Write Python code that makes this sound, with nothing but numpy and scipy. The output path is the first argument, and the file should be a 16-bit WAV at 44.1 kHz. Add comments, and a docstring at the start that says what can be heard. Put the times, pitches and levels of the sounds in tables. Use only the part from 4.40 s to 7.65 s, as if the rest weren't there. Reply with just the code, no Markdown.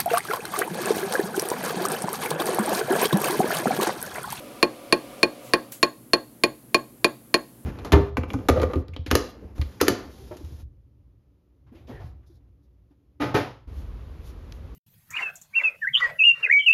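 """A machine hums over the room tone of a small workshop. Close by, a small hammer taps a ring on a
hand-held steel mandrel ten times. Each impact cracks, excites the damped modes of the steel and,
a few milliseconds later, those of the bench beneath; the room reverberates briefly.
Amid the blows the machine winds down, letting out a puff of air."""
import sys
import numpy as np
from scipy import signal
from scipy.fft import rfft, irfft
from scipy.io import wavfile
from scipy.ndimage import uniform_filter1d

SR = 44100
rng = np.random.default_rng(int(sys.argv[2]) if len(sys.argv) > 2 else 0)


def pcm_store(signal):
    """Save signal as 16-bit PCM."""
    levels = np.round(np.clip(np.atleast_2d(signal), -1, 1) * 32767)
    wavfile.write(sys.argv[1], SR, levels.astype(np.int16).T)


N = 143325
T = np.arange(N) / SR

# blows (time [s], level [dB], crack gain [dB], crack tilt [dB/octave], thump gain [dB],
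# bright mode gain [dB])
HAMMER_BLOWS = [(0.228, 5, 2, -1.5, 2.5, -11), (0.5252, 6, 1.5, -1.5, 0, -12), (0.8309, 4, 3.5, -2, 3, -2),
                (1.1358, 5, 2, -2.54, -2, -10.5), (1.4292, 4.5, 1.5, -0.5, -3, 1),
                (1.7340, 3.5, 2.7, -2, -1, -6), (2.0366, 3, 1.5, -0.3, -0.5, 2),
                (2.3450, 3, 1.5, 0, -1.5, 0.5), (2.6447, 3, 2.5, -0.9, -.5, 1),
                (2.9420, 4.5, 1.5, -1, -2.5, -1)]
# modes of mandrel, ring and hammer head (frequency [Hz], level [dB], t60 [s], rise [s])
STEEL_MODES = [(1048, -18.5, 0.051, 0.002), (1084.7, -9.5, 0.05, 0.0052), (1820, -25, 0.023, 0.00041),
               (1853, -22, .025, 0.00027), (2445, -11, 0.047, 0.0009), (2747, -19.5, 0.025, 0.00022),
               (4332, -10, 0.045, 0.0018), (4461, -11.5, .012, .0005), (5280, -26.5, 0.02, .0003),
               (6855, -26, 0.037, 0.00055), (9515, -25.5, 0.01, .0003), (9880, -24.5, 0.032, .0005),
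               (13150, -34, 0.015, 0.00036)]
# modes of the bench (frequency [Hz], level [dB], t60 [s])
BENCH_MODES = [(132, -50, 0.36), (179, -32, 0.27), (245, -35, 0.18), (306, -31.5, 0.27),
               (360.8, -15, 0.049), (420.7, -31.5, .13), (462.3, -23.5, 0.056), (576.3, -20, 0.058),
               (654, -28.5, 0.032), (854, -27.5, 0.072)]
# workshop reverberation (frequency [Hz], level [dB], t60 [s])
ROOM_BANDS = [(100, -11, 0.12), (282, -9, 0.12), (600, -13.5, .25), (850, -12, 0.2), (1080, -15, 0.29),
              (1500, -9.5, 0.14), (2400, -27.5, 0.32), (4100, -21, .29), (5500, -33, 0.55),
              (6900, -17, 0.36), (8500, -18, .18), (14000, -17.5, .15)]
# spectra (frequency [Hz], relative spectral density [dB])
FLOOR_SPECTRUM = [(20, -70), (60, -0.5), (85, -18), (122, 7.5), (160, -6), (240, 4.5), (320, 0),
                  (400, -7.5), (560, -9.5), (800, -16.5), (2000, -24.5), (5200, -29.5), (8500, -23.5),
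                  (11300, -15.5), (15500, -25.5)]  # room tone and microphone hiss
MACHINE_SPECTRUM = [(60, -26), (170, -14), (225, -5.5), (300, -0.5), (360, -7), (470, -6.5), (560, 3),
                    (660, -9.5), (720, -3), (870, -21.5), (980, -9), (1080, -18), (1170, -7), (1300, -14.5),
                    (1900, -22.5), (2200, -15.5), (4000, -22.5), (7500, -28.5), (11000, -24),
                    (16000, -38.5)]  # running machine
CRACK_SPECTRUM = [(60, -35.5), (300, -26), (580, 1.5), (800, -10), (1100, -24), (1350, -9), (1580, -6.5),
                  (1850, -0.5), (2500, -4.5), (3150, -6), (3900, -10.5), (4550, -4), (5300, -11),
                  (6500, -17), (7700, -30), (9000, -25), (10200, -15.5), (12500, -26.5), (15000, -30.5),
                  (16000, -51.5)]  # hammer contact
HISS_SPECTRUM = [(300, -7), (2000, 3.5), (5000, 1), (7400, 9.5), (9000, 5.5), (12000, 11.5), (14500, 0),
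                 (16000, 9)]  # escaping air, also the treble swell


def amp(db):
    """Decibels to amplitude ratio."""
    return 10 ** (np.asarray(db) / 20)


def read(points, hz):
    """Linear interpolation on a log-frequency axis."""
    f, value = np.transpose(points)
    return np.interp(np.log(hz + 1), np.log(f + 1), value)


def fade(t, t60):
    """Exponential decay, 60 dB down after t60."""
    return np.exp(-np.log(1000) * np.maximum(t, 0) / t60)


def add(mix, start_s, sound):
    """Superposition: a sound joins the mix at its onset."""
    part = mix[round(start_s * SR):][:len(sound)]
    part += sound[:len(part)]


def noise(spectrum):
    """Spectral shaping: white noise takes on a colour, at rms 1."""
    gain = amp(read(spectrum, np.fft.rfftfreq(N, 1 / SR)))
    x = irfft(rfft(rng.standard_normal(N)) * gain, N)
    return x / x.std()


def room_tone():
    """Stationary noise: room tone and microphone hiss."""
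    return amp(-50) * noise(FLOOR_SPECTRUM)


def machine(stop_s=1.1, fall_db_per_s=50):
    """Noise with low spectral peaks hums, then decays exponentially as the machine winds down."""
    return amp(-43 - fall_db_per_s * np.maximum(T - stop_s, 0)) * noise(MACHINE_SPECTRUM)


def scatter(t, t60):
    """Scattering: a dying spray of tiny reflections, of unit energy."""
    x = rng.choice([-1., 1.], len(t)) * fade(t, t60)
    return x / np.linalg.norm(x)


def grit(t):
    """Impact noise: a fast burst at the contact and a longer clatter off the bench top."""
    return amp(12) * scatter(t, t60=0.012) + amp(13.5) * scatter(t, t60=0.053)


def crack(contact, tilt_db, pivot_hz=2000, size=2048):
    """Source and filter: the contact excites a minimum-phase, hence causal, response."""
    spectrum = [(hz, db + tilt_db * np.log2(hz / pivot_hz)) for hz, db in CRACK_SPECTRUM]
    log_gain = np.log(amp(read(spectrum, abs(np.fft.fftfreq(size, 1 / SR)))))
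    response = np.exp(np.conj(signal.hilbert(log_gain)))
    click = np.fft.ifft(response).real[:size // 2]
    return signal.fftconvolve(contact, click)


def steel(t, bright_db, bright_hz=6855, spread_db=2.5, detune=0.00053):
    """Free vibration: the hand-damped mandrel rings in bending modes; ring and hammer ping."""
    out = np.zeros(len(t))
    for hz, db, t60, rise in STEEL_MODES:
        if hz == bright_hz:  # this mode depends on where the blow lands
            db += bright_db
        db += spread_db * rng.standard_normal()
        hz *= 1 + detune * rng.standard_normal()
        envelope = (1 - np.exp(-t / rise)) * fade(t, t60)
        out += amp(db) * envelope * np.sin(2 * np.pi * hz * t)
    return out


def bench(t, rise_s=0.0016):
    """Mechanical coupling: the mandrel pushes into the wooden bench and excites its low modes."""
    onset = np.exp(-(np.minimum(t, 0) / rise_s) ** 2)
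    return onset * sum(amp(db) * fade(t, t60) * np.cos(2 * np.pi * hz * t) for hz, db, t60 in BENCH_MODES)


def hammer(thump_delay_s=0.005976, rebound_s=0.008995, grit_change=0.45):
    """Impulsive excitation: each blow gives a crack, a ring and a thump with a weaker rebound."""
    t = T[:SR // 3]
    cracks, rings, thumps = np.zeros((3, N))
    thump = bench(t - thump_delay_s) + amp(-10) * bench(t - thump_delay_s - rebound_s)
    snap = amp(10) * (t == 0)
    # the blows land near one spot, so they share most of their grit
    shared_grit = np.sqrt(1 - grit_change ** 2) * grit(t)
    for start_s, db, crack_db, tilt_db, thump_db, bright_db in HAMMER_BLOWS:
        contact = snap + shared_grit + grit_change * grit(t)
        add(cracks, start_s, amp(db + crack_db) * crack(contact, tilt_db))
        add(rings, start_s, amp(db) * steel(t, bright_db))
        add(thumps, start_s, amp(db + thump_db) * thump)
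    return cracks, rings, thumps


def workshop(sound, delay_s=0.016):
    """Reverberation: a diffuse field dies away at its own rate in each band."""
    hz, t, bands = signal.stft(rng.standard_normal(SR // 2), SR, nperseg=256)
    db, t60 = (read(np.array(ROOM_BANDS)[:, [0, k]], hz)[:, None] for k in (1, 2))
    energy_norm = np.sqrt(2 * np.log(1000) / (t60 * SR))
    _, response = signal.istft(bands * amp(db) * fade(t, t60) * energy_norm, SR, nperseg=256)
    out = np.zeros(N)
    add(out, delay_s, signal.fftconvolve(sound, response))
    return out


def treble_swell(peak_s=1.075, width_s=0.045):
    """Amplitude modulation: a faint hiss swells once under a Gaussian envelope."""
    return amp(-48) * np.exp(-((T - peak_s) / width_s) ** 2) * noise(HISS_SPECTRUM)


def air_puff(start_s=1.322, rise_s=0.0018):
    """Turbulence: escaping air hisses in a short burst with a longer tail."""
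    t = T - start_s
    onset = np.exp(np.minimum(t, 0) / rise_s)
    decay = amp(-40) * fade(t, t60=0.04) + amp(-36) * fade(t, t60=0.26)
    return onset * decay * noise(HISS_SPECTRUM)


def scene():
    """Superposition: the blows, their reverberation and the background sum in one channel."""
    cracks, rings, thumps = hammer()
    reverb = workshop(cracks + amp(-3.5) * rings + thumps)
    background = room_tone() + machine() + treble_swell() + air_puff()
    return (background + cracks + rings + thumps + reverb)[None]


def record(dry, limit_db=-8, recovery_db_per_s=8.5, ceiling=0.88, cutoff_hz=16000):
    """Compression: a limiter ducks at the blows and recovers slowly; saturation and a low-pass follow."""
    power_db = 10 * np.log10(abs(uniform_filter1d(dry[0] ** 2, size=200)) + 1e-12)
    recovery_db = recovery_db_per_s * T
    held_db = np.maximum.accumulate(power_db + recovery_db) - recovery_db
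    duck_db = np.maximum(held_db - limit_db, 0)
    saturated = ceiling * np.tanh(dry * amp(-duck_db) / ceiling)
    lowpass = signal.firwin(511, cutoff_hz, window=("kaiser", 9), fs=SR)
    return signal.oaconvolve(saturated, lowpass[None], "same")


dry = scene()
out = record(dry)
pcm_store(out)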